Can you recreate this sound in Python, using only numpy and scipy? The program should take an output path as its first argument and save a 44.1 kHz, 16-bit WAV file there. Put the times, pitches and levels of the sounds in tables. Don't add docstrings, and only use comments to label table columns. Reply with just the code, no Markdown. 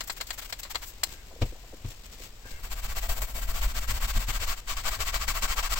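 import sys
import numpy as np
from scipy import signal
from scipy.fft import rfft, irfft
from scipy.io import wavfile
from scipy.ndimage import uniform_filter1d

SR = 44100
rng = np.random.default_rng(int(sys.argv[2]) if len(sys.argv) > 2 else 0)


def transcribe(u):
    v = np.clip(np.atleast_2d(u).T, -1, 1)
    q = np.round(v * 32767).astype(np.int16)
    wavfile.write(sys.argv[1], SR, q)


N = 255339
TIME, BINS = np.arange(N) / SR, np.fft.rfftfreq(N, 1 / SR)

# frequency in Hz, relative density in dB per Hz.
AIR_SPECTRUM = [(40, -8.5), (70, 0), (160, -14), (300, -17), (650, -17), (1500, -19.5), (3100, -20),
                (7000, -25), (16000, -36)]
# frequency in Hz, relative density in dB per Hz.
FIZZ_SPECTRUM = [(150, 3), (400, 0.5), (1400, -6.5), (2300, 0), (7000, -2.5), (16000, -4.5)]
# frequency in Hz, relative density in dB per Hz.
SEAT_SPECTRUM = [(10, 3), (20, 1), (30, 3), (46, 3), (68, -10.5), (110, -22), (160, -34), (230, -26),
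                 (300, -47.5), (660, -88)]
# frequency in Hz, relative density in dB per Hz.
KNOCK_SPECTRUM = [(100, -21), (200, 9), (330, 6), (480, 13.5), (750, 1), (1200, 3.5), (1700, -36),
                  (4000, -44)]
# frequency in Hz, relative density in dB per Hz.
SCUFF_SPECTRUM = [(300, -5), (900, -9), (1600, -14), (2200, -5), (4000, -9.5), (7500, -21.5), (9500, -24),
                  (16000, -27)]
# frequency in Hz, relative density in dB per Hz.
SPRAY_SPECTRUM = [(180, -47), (330, -22), (600, -0.5), (1500, 2.5), (4500, 0.5), (16000, 5.5)]
# frequency in Hz, relative density in dB per Hz.
TRIGGER_SPECTRUM = [(120, -22), (320, -13.5), (650, -1.5), (1500, 0), (4500, -3.5), (16000, -13)]
# frequency in Hz, relative density in dB per Hz.
BRISTLE_SPECTRUM = [(100, -53), (170, -26), (230, -19), (300, -8.5), (480, -5.5), (640, 0.5), (800, -0.5),
                    (1100, 0.5), (1450, -1.5), (2400, -2.5), (7000, -5.5), (16000, -9.5)]

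# frequency in Hz, relative level in dB, fall by 60 dB in seconds.
SEAT_MODES = [(30.5, -2.5, 0.23), (59, -2, 0.044), (94.7, 9.5, 0.058), (126.5, 1, 0.11), (237, -7.5, 0.085),
              (315, -19.5, 0.1)]
# frequency in Hz, width in Hz, relative level in dB.
HANDLE_MODES = [(1480, 76, -6), (1605, 56, 3), (1730, 45, -1.5), (2140, 74, -1), (2690, 56, -2)]
# frequency in Hz, width in Hz, lift in dB.
BOTTLE_RINGS = [(1040, 110, 3.5), (2070, 350, 6), (2670, 300, 0), (3270, 220, 4), (3870, 310, 0),
                (4190, 430, 9), (4980, 240, 4.5), (7560, 200, 8.5)]
# frequency in Hz, width in Hz, lift in dB.
BRUSH_RINGS = [(680, 34, 7), (1130, 58, 3.5), (1290, 52, -1.5), (1340, 88, 3), (1558, 46, 6.5),
               (1940, 12.7, 12), (2250, 180, 5), (2678, 52, 6.5), (2940, 130, -3), (3030, 230, 4.5),
               (3680, 120, 1), (4450, 210, 4), (7470, 150, 3.5)]

# frequency in Hz, left-right likeness from -1 to 1.
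PORT_LIKENESS = [(60, .99), (130, 0.96), (290, 0.88), (640, 0.67), (1410, 0.13), (3100, -0.18),
                 (6800, 0.12), (16000, 0.0011)]
# frequency in Hz, left over right in dB.
LEFT_LEAN = [(60, 1), (130, 2.5), (400, 3.7), (1300, 4.3), (2400, 4), (4400, 5), (8100, 9.5), (11000, 4.3),
             (15500, 6)]
# frequency in Hz, gain in dB.
MICROPHONE_COLOUR = [(20, 0), (5000, 0), (6400, -2), (7600, 1.5), (8200, -1.5), (9400, -13), (10100, -12),
                     (11500, -5), (13000, -4), (15600, 0)]

# start in seconds, length in seconds, level in dB.
SWISHES = [(1.03, 0.17, -50), (1.37, 0.19, -53), (1.718, 0.033, -62), (1.835, 0.13, -48.5),
           (2.03, 0.049, -51), (2.105, 0.058, -47.5), (2.17, 0.12, -46), (2.445, 0.14, -49)]
# start in seconds, length in seconds, level in dB.
LURCHES = [(1.42, 0.14, -36), (2.51, .08, -36), (3.435, 0.1, -28.5), (3.615, 0.084, -26), (4.145, .06, -19)]
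# start in seconds, knock level in dB, low boom level in dB, cloth scuff level in dB.
BUMPS = [(1.414, -32, -26.5, -36), (1.417, -30, -19, -31), (1.844, -42, -28.5, -44), (1.875, -64, -37, -66),
         (2.451, -45.5, -46, -54), (3.902, -54, -36.5, -41), (4.16, -47, -31.5, -70),
         (4.281, -58, -32.5, -58), (4.409, -42, -43, -62), (4.99, -41, -41, -60)]
# start in seconds, length in seconds, level in dB.
SCRAPES = [(1.068, 0.18, -63), (2.436, 0.062, -55.5), (2.498, 0.11, -57.5)]
# start in seconds, level in dB, middle pitch in Hz.
GLUGS = [(1.305, -47, 610), (1.326, -45.5, 422), (1.355, -46, 517), (1.385, -47, 450), (1.451, -42, 484),
         (1.52, -42, 405), (1.546, -51, 614), (1.635, -49, 650), (1.684, -54, 326), (1.724, -46.5, 523),
         (1.73, -39.5, 342), (2.2, -43, 330)]
# start in seconds, length in seconds, level of the jet in dB, level of the fine mist in dB.
SQUIRTS = [(0.032, 0.02, -47, -41.5), (0.07, 0.025, -38.5, -36.5), (0.109, 0.032, -48, -40),
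           (.161, 0.031, -38, -41.5), (.217, .035, -59, -48), (.281, 0.035, -42, -46),
           (0.324, 0.03, -40, -39.5), (0.374, 0.035, -32.5, -37), (0.411, 0.034, -36, -42.5),
           (.441, .032, -38, -42), (0.489, 0.026, -38.5, -40.5), (0.587, 0.023, -37, -36.5),
           (0.61, 0.082, -45.5, -56), (0.696, 0.034, -33, -37), (.764, 0.039, -56, -49),
           (0.813, 0.043, -35, -41), (.846, 0.076, -49, -42)]
# start in seconds, level in dB, brightness in dB per octave.
CLACKS = [(.0065, -27.5, 1.5), (0.096, -35, -3), (0.099, -29, 0.5), (.203, -37.5, -3), (0.21, -27.5, 1),
          (0.269, -37.5, 7), (.305, -28, 1), (0.5249, -27.5, 1), (.589, -42, 16), (0.632, -34, 4),
          (0.651, -42.5, -2.5), (.747, -33.5, 0), (0.7549, -25.5, -1.5), (1.0323, -33, -4.5),
          (1.0353, -16.5, 5)]
# start in seconds, level in dB, place of top speed within the stroke from 0 to 1.
STROKES = [(2.561, -57.5, 0.7), (2.622, -48.5, 0.36), (2.695, -44, 0.6), (2.749, -47, 0.7),
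           (2.814, -43, 0.76), (2.875, -43.5, 0.53), (2.947, -38.5, 0.62), (3.003, -43.5, 0.76),
           (3.08, -40.5, 0.3), (3.148, -42.5, 0.71), (3.202, -43.5, 0.2), (3.263, -49, 0.51),
           (3.335, -43, 0.55), (3.409, -44.5, 0.32), (3.469, -41, 0.72), (3.528, -39.5, 0.59),
           (3.608, -36.5, 0.39), (3.673, -42.5, 0.35), (3.735, -38, 0.79), (3.799, -43.5, 0.53),
           (3.869, -36.5, 0.63), (3.93, -39.5, 0.48), (3.996, -37, 0.71), (4.069, -38.5, 0.48),
           (4.126, -39.5, 0.79), (4.188, -40, 0.31), (4.264, -36, 0.75), (4.32, -37.5, .54),
           (4.39, -37, 0.64), (4.46, -36.5, 0.38), (4.554, -46.5, 0.77), (4.609, -79, 0.22),
           (4.664, -38, .56), (4.751, -41, 0.47), (4.831, -34, 0.64), (4.903, -38, 0.38),
           (4.984, -35, 0.48), (5.045, -37, 0.49), (5.119, -35, 0.39), (5.189, -36.5, 0.49),
           (5.265, -35, 0.39), (5.334, -35.5, 0.44), (5.406, -33.5, 0.64), (5.47, -35.5, 0.5),
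           (5.556, -32, 0.6), (5.62, -37, .51), (5.69, -33, 0.81), (5.748, -36.5, 0.59)]
# moment in seconds, jump in level in dB (negative: a drop).
CATCHES = [(2.966, 0), (3.092, 8.5), (3.218, 14.5), (3.887, -0.5), (4.197, -4), (4.282, 1), (4.674, 3),
           (4.768, 14), (5.004, 6), (5.142, 10), (5.279, 11.5), (5.422, 8), (5.627, 8)]
# time in seconds, place from 0 (padded tip) to 1 (middle).
PLACE = [(2.6, .35), (2.95, 0.56), (3.15, 0.053), (3.35, .05), (3.55, 0.52), (4.2, 0.69), (4.7, 0.9),
         (5.2, 0.94), (5.7, 0.93)]

# (dB at the tip, dB at the middle).
THUD_DB = (4.5, -6)
BODY_DB = (3, -7.5)
SCRATCH_DB = (0.5, 0)
HISS_DB = (11.5, 1.5)
ZIP_DB = (-24.5, -7)
LEVER_DB = (12, 1.5)

AIR_DB, IDLE_ROCK_DB = -55.5, -47
FOAM_DB, FOAM_FADE_DB_PER_S = -56, 1
HARD_BUMP_DB, DULLING = -22, 0.48
CLACK_T60_S, CLACK_DAMPING = 0.055, 0.29
STOP_S, CATCH_S = 5.808, 0.018
TURN_DRAG = (0.089, 0.21)


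def amp(db):
    return 10 ** (np.asarray(db) / 20)


def read(points, hz):
    f, value = np.transpose(points)
    return np.interp(np.log(hz + 1), np.log(f + 1), value)


def evened(x):
    return x / np.sqrt(np.mean(x.mean(0) ** 2) + 1e-20)


def add(mix, s, sound):
    part = mix[..., max(round(s * SR), 0):][..., :sound.shape[-1]]
    part += sound[..., :part.shape[-1]]


def wander(rate_hz):
    x = irfft(rfft(rng.standard_normal(N)) / (1 + (BINS / rate_hz) ** 4), N)
    return x / x.std()


def grains(per_s, spread_db):
    size = amp(spread_db * np.minimum(rng.exponential(1, (2, N)), 4))
    sign = rng.choice([-1, 1], (2, N))
    return size * sign * (rng.random((2, N)) < per_s / SR)


def coloured(db, drive=None):
    a, b = rfft(rng.standard_normal((2, N)) if drive is None else drive)
    same = np.clip(read(PORT_LIKENESS, BINS), -1, 1)
    lean = amp(read(LEFT_LEAN, BINS) / 2)
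    left = a * lean
    right = (same * a + np.sqrt(1 - same ** 2) * b) / lean
    return evened(irfft(np.array([left, right]) * amp(db + read(MICROPHONE_COLOUR, BINS)), N))


def split(x, edge_hz):
    low = irfft(rfft(x) / (1 + (BINS / edge_hz) ** 6), N)
    return low, x - low


def decay(t, t60):
    return np.exp(-np.log(1000) * t / t60)


def blow(s, rise, t60):
    t = np.maximum(TIME - s, 0)
    fall = np.exp(-np.minimum(np.log(1000) * t / t60, 30))
    return (1 - np.exp(-t / rise)) * fall


def swells(events):
    out = np.zeros(N)
    for s, length, db in events:
        add(out, s, amp(db) * np.sin(np.linspace(0, np.pi, int(length * SR))))
    return out


def humps(modes):
    return [(db, 1 / (1 + (2 * (BINS - hz) / width) ** 2)) for hz, width, db in modes]


def by_place(ends_db, bend=1):
    place = np.maximum(np.interp(TIME, *np.transpose(PLACE)), 0)
    tip_db, middle_db = ends_db
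    return amp(tip_db + (middle_db - tip_db) * place ** bend)


def still_air():
    return amp(AIR_DB) * coloured(read(AIR_SPECTRUM, BINS))


def rustle(swish_db=0., flutter_db=2.0):
    foam = amp(FOAM_DB - FOAM_FADE_DB_PER_S * TIME)
    level = np.hypot(foam, amp(swish_db) * swells(SWISHES))
    fizz = coloured(read(FIZZ_SPECTRUM, BINS), grains(per_s=6000, spread_db=3.5))
    return fizz * level * amp(flutter_db * wander(rate_hz=88))


def seat(friction, rumble_db=0.0):
    rocking = coloured(read(SEAT_SPECTRUM, BINS))
    rocking /= np.sqrt(uniform_filter1d(rocking.mean(0) ** 2, size=4000) + .05)
    shove = uniform_filter1d(friction, size=2000) * by_place(LEVER_DB, bend=3.6)
    level = np.sqrt(amp(IDLE_ROCK_DB) ** 2 + shove ** 2 + swells(LURCHES) ** 2)
    return rocking * amp(rumble_db) * level


def bumps(boom_db=0., knock_db=7.5, scuff_db=2.0):
    knock = coloured(read(KNOCK_SPECTRUM, BINS))
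    scuff = coloured(read(SCUFF_SPECTRUM, BINS))
    out = np.zeros((2, N))
    t = np.arange(SR // 2) / SR
    for s, mid_db, low_db, high_db in BUMPS:
        for k, (hz, db, t60) in enumerate(SEAT_MODES):
            dull_db = DULLING * (low_db - HARD_BUMP_DB) * max(np.log2(hz / 100), 0)
            ring = (1 - np.exp(-t / .003)) * decay(t, t60) * np.sin(2 * np.pi * hz * t)
            mode = (-1) ** k * ring
            add(out, s, amp(low_db + boom_db + db + dull_db) * mode * amp([[1.3], [-1.3]]))
        out += amp(mid_db + knock_db) * knock * blow(s, 0.01, 0.064)
        out += amp(high_db + scuff_db) * scuff * blow(s, 0.0039, 0.067)
    return out


def scrapes():
    pressure = np.zeros(N)
    for s, length, db in SCRAPES:
        add(pressure, s, amp(db) * signal.windows.tukey(round(length * SR), .5))
    response = sum(amp(db) * bell for db, bell in humps(HANDLE_MODES))
    return pressure * coloured(20 * np.log10(response))


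def slosh(slosh_db=0.5, t60=0.024, spread=0.27, scatter_s=0.0124, count=6):
    out, t = np.zeros(N), np.arange(SR // 8) / SR
    envelope = (1 - np.exp(-t / 0.00055)) * decay(t, t60)
    for s, db, hz in GLUGS:
        sizes = np.linspace(-1, 1, count) + rng.normal(0, 0.34, count)
        for size, delay in zip(sizes, rng.random(count)):
            pitch_hz = hz * np.exp(spread * size)
            bubble = np.sin(2 * np.pi * pitch_hz * t * (1 + t))
            add(out, s + scatter_s * delay, amp(db + slosh_db) * bubble * envelope)
    return out * amp([[1.8], [-1.8]])


def sprayer(jet_db=0., mist_db=0., clack_db=1.5, snap=0.47):
    droplets = coloured(read(SPRAY_SPECTRUM, BINS), grains(per_s=20000, spread_db=3.5))
    jet, mist = split(droplets, edge_hz=5100)
    jet_flow = swells([(s, length, db + jet_db) for s, length, db, _ in SQUIRTS])
    mist_flow = swells([(s, length, db + mist_db) for s, length, _, db in SQUIRTS])
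    out = jet * jet_flow + mist * mist_flow
    shell = read(TRIGGER_SPECTRUM, BINS) + sum(db * bell for db, bell in humps(BOTTLE_RINGS))
    octaves = np.log2(np.maximum(BINS, 500) / 3000)
    for s, db, tilt in CLACKS:
        t60 = CLACK_T60_S / amp(CLACK_DAMPING * (db + 30))
        strike = blow(s, 0.00088, t60) + snap * blow(s, .0001, 0.0033)
        out += amp(db + clack_db) * coloured(shell + tilt * octaves) * strike
    return out


def hand(grip=1.23):
    speed, friction = np.zeros((2, N))
    ends = [row[0] for row in STROKES[1:]] + [STOP_S]
    for k, ((s, db, crest), end) in enumerate(zip(STROKES, ends)):
        u = np.linspace(0, 1, round(end * SR) - round(s * SR))
        phase = np.interp(u, [0, np.clip(crest, .1, .9), 1], [0, .5, 1])
        pace = abs(np.sin(np.pi * phase))
        drag = np.interp(u, [0, 1], np.roll(TURN_DRAG, k))
        force = drag + pace ** grip
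        add(speed, s, pace)
        add(friction, s, amp(db) * force / np.sqrt(np.mean(force ** 2)))
    stick_db = np.zeros(N)
    for s, jump in CATCHES:
        fade = np.exp(-np.minimum(abs(TIME - s) / CATCH_S, 20))
        stick_db += jump / 2 * np.sign(TIME - s) * fade
    return speed, uniform_filter1d(friction, size=200) * amp(stick_db)


def weave(speed, top_hz=1200, spread=.09, count=7):
    out = np.zeros((2, N))
    for _ in range(count):
        pitch_hz = top_hz * speed ** 0.27 * (1 + spread * wander(rate_hz=83))
        turns = 2 * np.pi * np.cumsum(pitch_hz) / SR
        offset = np.array([[0], [rng.normal(1.0, 0.11)]])
        out += np.sin(turns + offset) + 0.16 * np.sin(2 * (turns + offset))
    return evened(out * amp([[2], [-2]]))


def brush(speed, friction, rub_db=0.0, stutter_db=1.0, patchy_db=1.07):
    rings = sum(db * bell for db, bell in humps(BRUSH_RINGS))
    flicks = coloured(read(BRISTLE_SPECTRUM, BINS) + rings, grains(per_s=7000, spread_db=1.0))
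    rasp, fine = split(flicks, edge_hz=9800)
    body, rasp = split(rasp, edge_hz=960)
    thud, body = split(body, edge_hz=350)
    scratch, rasp = split(rasp, edge_hz=1970)
    bands = [by_place(THUD_DB) * thud, by_place(BODY_DB) * body, by_place(SCRATCH_DB) * scratch,
             amp(rub_db) * rasp, by_place(HISS_DB) * fine]
    rubbing = sum(band * amp(patchy_db * wander(rate_hz=21)) for band in bands)
    ticking = friction * by_place(ZIP_DB) * weave(speed)
    zips = irfft(rfft(ticking) * amp(rings), N)
    return (friction * rubbing + zips) * amp(stutter_db * wander(rate_hz=40.0))


def cabin(x, t60=.12, wet_db=-17):
    t = np.arange(SR // 5) / SR
    echoes = rng.standard_normal((2, len(t))) * (rng.random((2, len(t))) < .08)
    taps = echoes * (t > .003) * decay(t, t60)
    taps /= np.linalg.norm(taps, axis=1, keepdims=True)
    return x + amp(wet_db) * signal.fftconvolve(x, taps, axes=1)[:, :N]


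def scene():
    speed, friction = hand()
    background = still_air() + seat(friction) + bumps()
    work = rustle() + scrapes() + slosh() + sprayer() + brush(speed, friction)
    return background + cabin(work)


def record(dry, edge_hz=15950):
    lowpass = signal.firwin(511, edge_hz, window=("kaiser", 9), fs=SR)
    return signal.oaconvolve(dry, lowpass[None], "same")


dry = scene()
out = record(dry)
transcribe(out)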